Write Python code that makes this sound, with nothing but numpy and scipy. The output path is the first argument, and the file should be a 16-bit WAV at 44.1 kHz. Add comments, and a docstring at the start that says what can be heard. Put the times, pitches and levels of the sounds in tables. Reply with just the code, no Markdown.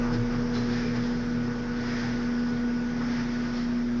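"""A small room with a clothes dryer running, heard from a microphone that drifts over its top.
The motor hums on mains harmonics, whines, and shakes the cabinet at its shaft rate. The rolling drum
drives resonances into a rumble and the blower whirrs. Sliding friction gives irregular scuffs of the
load and one soft swish of the drum each turn; things in the load make the drum ring briefly.
The steel panels colour the rumble, the whirr and the friction noise."""
import sys
import numpy as np
from scipy import signal
from scipy.fft import rfft, irfft, next_fast_len
from scipy.io import wavfile
from scipy.ndimage import uniform_filter1d, map_coordinates

SR = 44100
rng = np.random.default_rng(int(sys.argv[2]) if len(sys.argv) > 2 else 0)


def to_wav(sig):
    """Store sig (one row per channel, or 1-D mono) as 16-bit WAV at the path in sys.argv[1].

    Samples outside -1..1 are clipped; the rate is SR.
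    """
    pcm = np.clip(np.atleast_2d(sig), -1, 1) * 32767
    pcm = np.round(pcm).astype(np.int16)
    wavfile.write(sys.argv[1], SR, pcm.T)  # frames by channels


N = 176400
T = np.arange(N) / SR

# Hum along the microphone's path through the room's standing waves.
# Each row: time in seconds, then the level in dB, before trim, of each of the four harmonics.
HUM_LEVELS = [(0.05, -40, -28.5, -49, -40), (0.21, -27, -29.5, -51, -39.5), (0.46, -45, -30, -56, -39.5),
              (0.62, -32, -27.5, -58, -41), (0.68, -39, -29, -44.5, -40), (0.85, -41.5, -29.5, -53, -44),
              (1.0, -32, -28.5, -60, -42), (1.17, -47, -29.5, -52, -45), (1.44, -33, -30, -56.5, -44),
              (1.61, -41.5, -32, -54.5, -44.5), (2.23, -39.5, -30.5, -50, -44.5),
              (2.29, -47, -29, -66, -46.5), (2.45, -53, -28, -56, -47.5), (2.53, -41, -29, -58.5, -43.5),
              (3.5, -47, -30, -48.5, -56.5), (3.58, -50.5, -27.5, -51.5, -62.5),
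              (3.88, -43, -28.5, -49.5, -53.5), (3.95, -43, -26.5, -45, -70)]
# One entry per harmonic, in turn: its multiple of the mains frequency, trim in dB, waver in dB.
HUM_MULTIPLES = (2, 4, 6, 8)
HUM_TRIM_DB = [-1.5, 0.5, 2.5, 0.5]
HUM_WAVER_DB = [2.2, 0.51, 0.99, 0.47]
# Tones of the turning rotor. Each row: frequency in Hz, level in dB, waver in dB.
ROTOR_TONES = [(91.4, -56.5, 0), (210.1, -47.5, 1.5), (267, -59, 9.5), (495, -55, 3)]
# Envelopes of the shaft tone and the whine. Each row: time in seconds, level in dB.
SHAKE_LEVELS = [(0.1, -35), (0.41, -38.5), (1.36, -41.5), (2.97, -43), (3.9, -42)]
WHINE_LEVELS = [(0, -46.5), (.45, -56), (1.1, -54), (1.4, -49), (2.2, -48.5), (2.8, -46.5), (3.1, -53),
                (3.5, -48.5), (3.95, -63)]
# Drum resonances, and the panels' peaks and dips. Each row: centre in Hz, half-width in Hz, gain in dB.
DRUM_MODES = [(121.3, 7.6, 3), (156.1, 12, 2), (169.6, 13, -3), (243.4, 12, -0.5)]
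PANEL_BANDS = [(411, 9.6, 2), (650, 35, 1.5), (884, 19, 2), (930, 13, -2), (1040, 17, -6), (1114, 25, 0),
               (1250, 61, 1), (1430, 14, -3), (1600, 42, 1), (1880, 30, 1.5), (2610, 30, -0.5),
               (3245, 35, 2), (3510, 34, 2), (3930, 63, -1.5), (4205, 35, 0), (5060, 56, 1),
               (5740, 38, 0.5)]
# Noise spectra. Each row: frequency in Hz, relative spectral density in dB.
CABINET_SPECTRUM = [(5, -49), (14, -28), (24, -3.5), (48, 0.5), (80, -0.5), (102, -11), (135, -3.5),
                    (200, -5), (300, 3.5), (375, -1.5), (420, 2), (490, -3.5), (560, -11), (900, -23.5),
                    (2000, -73)]
AIR_SPECTRUM = [(320, -21.5), (550, -2.5), (720, -7.5), (900, -6), (1300, -7), (1600, -6.5), (2000, -10.5),
                (2600, -17.5), (3100, -19.5), (4200, -21.5), (5100, -15.5), (5600, -17.5), (6400, -26.5),
                (7300, -39.5)]
SCUFF_SPECTRUM = [(300, -10), (700, 2.5), (1000, 3), (1300, 5.5), (2000, -3.5), (3000, -14), (4000, -31.5),
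                  (5300, -12), (6400, -23.5), (7400, -36)]
SCRATCH_SPECTRUM = [(800, -19.5), (2500, -6.5), (3300, -1.5), (4100, 0.5), (4700, 2.5), (5300, 4),
                    (6400, -12.5), (7100, -18), (7500, -29)]
SWISH_SPECTRUM = [(300, -19), (700, -7), (1200, -5), (1750, 0), (2300, -6.5), (2800, -13.5), (4100, -14),
                  (5200, -9.5), (5900, -15), (6600, -24), (7400, -38.5)]
# Scuffs of the load. Each row: peak time in seconds, decay time in seconds, body and scratch gains in dB.
LOAD_SCUFFS = [(0.041, .08, -38, -58), (0.144, 0.035, -48.5, -46), (0.332, 0.12, -40, -55.5),
               (0.56, 0.089, -41.5, -43.5), (0.734, 0.12, -49.5, -50.5), (0.969, 0.037, -40, -50.5),
               (1.047, 0.1, -56, -48.5), (1.823, .06, -50, -52.5), (2.011, 0.036, -45, -48.5),
               (2.211, 0.055, -44, -62), (2.484, 0.046, -61, -52.5), (3.026, 0.042, -42.5, -59.5),
               (3.157, 0.042, -53.5, -59), (3.405, 0.17, -46, -54.5), (3.562, 0.11, -48.5, -46.5)]
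# Brief ringing of the drum.
# Each row: peak time in seconds, decay time in seconds, centre in Hz, half-width in Hz, level in dB.
DRUM_RINGS = [(0.15, 0.087, 335, 45, -39.5), (0.213, .14, 118, 8, -30), (0.57, 0.075, 4080, 140, -50),
              (.855, 0.054, 445, 30, -39), (0.858, .08, 2390, 100, -47.5), (.85, 0.088, 165, 12, -39)]
# Swishes of the drum. Each entry: gain in dB for one turn.
RUB_GAINS_DB = [-40.5, -40, -41.5]


def amp(db):
    """Amplitude grows tenfold for every 20 dB."""
    return 10 ** (np.asarray(db) / 20)


def unit(x):
    """Normalisation to an rms of 1."""
    return x / np.sqrt(np.mean(x ** 2) + 1e-20)


def colour(points):
    """A frequency response interpolated through (Hz, dB) points on a log axis."""
    freqs, db = np.transpose(points)
    return lambda hz: amp(np.interp(np.log(hz + 1), np.log(freqs + 1), db))


def band(f, hz, half_width):
    """A steep-sided resonance: the gain halves at half_width from the centre."""
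    return 1 / (1 + ((f - hz) / half_width) ** 4)


def curves(rows):
    """Linear interpolation in time: one envelope for each column after the first."""
    times, *columns = np.transpose(rows)
    return [np.interp(T, times, column) for column in columns]


def wobble(rate):
    """Smooth random modulation with rate knots a second."""
    return map_coordinates(rng.standard_normal(512), [T * rate + 2], mode="wrap")


def filtered(x, response):
    """Linear filtering multiplies the spectrum by a frequency response."""
    size = next_fast_len(N + SR // 2)
    return irfft(rfft(x, size) * response(np.fft.rfftfreq(size, 1 / SR)), size)[:N]


def noise(response):
    """Filtered white noise takes the spectrum of the response; its rms is 1."""
    return unit(filtered(rng.standard_normal(N), response))


def rush(response, patchy_db):
    """Coloured noise of rms 1, modulated in random patches of time and frequency."""
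    spectra = signal.stft(rng.standard_normal(N), nperseg=512)[2]
    patches = uniform_filter1d(rng.standard_normal(spectra.shape), size=6, axis=0)
    patches = unit(uniform_filter1d(patches, size=9, axis=1))
    uneven = signal.istft(spectra * amp(patchy_db * patches), nperseg=512)[1][:N]
    return unit(filtered(uneven, response))


def tone(hz, db, drift_hz):
    """A sine at rms level db whose phase is the integral of a wandering frequency."""
    cycles = np.cumsum(hz + drift_hz * wobble(5.01)) / SR + rng.random()
    return np.sqrt(2) * amp(db) * np.sin(2 * np.pi * cycles)


def fade(db, db_per_s):
    """Level falls with distance as the microphone draws back, passing db halfway."""
    return db + db_per_s * (T - T.mean())


def swell(peak_s, decay_s, rise_s=0.02):
    """A Gaussian rise to 1 at peak_s, then exponential decay with time constant decay_s."""
    age = T - peak_s
    return np.exp(-np.where(age < 0, 0.5 * (age / rise_s) ** 2, age / decay_s))


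def motor(mains_hz=59.985, shaft_hz=29.15, whine_hz=1471.3):
    """Periodic forces give line spectra: mains hum, shaft shake, rotor tones and a fluttering whine."""
    harmonics = zip(HUM_MULTIPLES, curves(HUM_LEVELS), HUM_TRIM_DB, HUM_WAVER_DB)
    hum = sum(tone(k * mains_hz, db + trim + waver * wobble(9), drift_hz=0.078)
              for k, db, trim, waver in harmonics)
    shake = tone(shaft_hz, curves(SHAKE_LEVELS)[0], drift_hz=0.05)
    rotor = sum(tone(hz, db + waver * wobble(6), drift_hz=0.35) for hz, db, waver in ROTOR_TONES)
    whine = tone(whine_hz, curves(WHINE_LEVELS)[0] + 2 * wobble(39), drift_hz=1.45)
    return hum + shake + rotor + whine


def drum_rumble():
    """Forced vibration: the rolling drum excites narrow resonances and a broad cabinet rumble."""
    boom = noise(lambda f: sum(amp(db) * band(f, hz, width) for hz, width, db in DRUM_MODES))
    boom *= amp(fade(-41, db_per_s=-0.9) + 1.2 * wobble(8))
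    cabinet = rush(colour(CABINET_SPECTRUM), patchy_db=1.0)
    return boom + cabinet * amp(fade(-42.5, db_per_s=-1.5))


def blower(low_cut_hz=480):
    """Turbulent air radiates broadband noise, a steady whirr above the rumble."""
    spectrum = colour(AIR_SPECTRUM)
    whirr = rush(lambda f: spectrum(f) * (1 - 1 / (1 + (f / low_cut_hz) ** 8)), patchy_db=1.45)
    return whirr * amp(fade(-43.5, db_per_s=-0.65) + 0.37 * wobble(12))


def load_scuffs():
    """Sliding friction of laundry on the drum wall gives a dull scuff with a brighter scratch."""
    body_envelope = sum(amp(db) * swell(peak, decay) for peak, decay, db, _ in LOAD_SCUFFS)
    scratch_envelope = sum(amp(db) * swell(peak, decay) for peak, decay, _, db in LOAD_SCUFFS)
    body = body_envelope * rush(colour(SCUFF_SPECTRUM), patchy_db=1.5)
    scratch = scratch_envelope * rush(colour(SCRATCH_SPECTRUM), patchy_db=-1)
    return body + scratch


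def drum_rings():
    """Damped resonance: each soft thud or scrape of the load sounds one narrow band of the drum."""
    return sum(amp(db) * swell(peak, decay) * noise(lambda f: band(f, hz, width))
               for peak, decay, hz, width, db in DRUM_RINGS)


def drum_rub(first_peak_s=0.79, turn_s=1.203):
    """Periodic friction: the drum rubs once a turn, and a swish swells and dies away."""
    envelope = sum(amp(db) * swell(first_peak_s + turn * turn_s, decay_s=0.34, rise_s=0.16)
                   for turn, db in enumerate(RUB_GAINS_DB))
    flutter = amp(0.73 * wobble(20))
    return envelope * flutter * rush(colour(SWISH_SPECTRUM), patchy_db=0.9)


def panels(x):
    """The steel panels act as a filter, adding small peaks and dips to the spectrum."""
    return filtered(x, lambda f: amp(sum(db * band(f, hz, width) for hz, width, db in PANEL_BANDS)))


def scene():
    """Superposition: the sounds of the dryer add at one microphone."""
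    direct = motor() + drum_rings()
    through_panels = panels(drum_rumble() + blower() + drum_rub() + load_scuffs())
    return (direct + through_panels)[None]


def record(dry, top_hz=7500):
    """Band limiting: an ideal low-pass filter removes the treble above top_hz."""
    return np.array([filtered(channel, lambda hz: hz < top_hz) for channel in dry])


dry = scene()
out = record(dry)
to_wav(out)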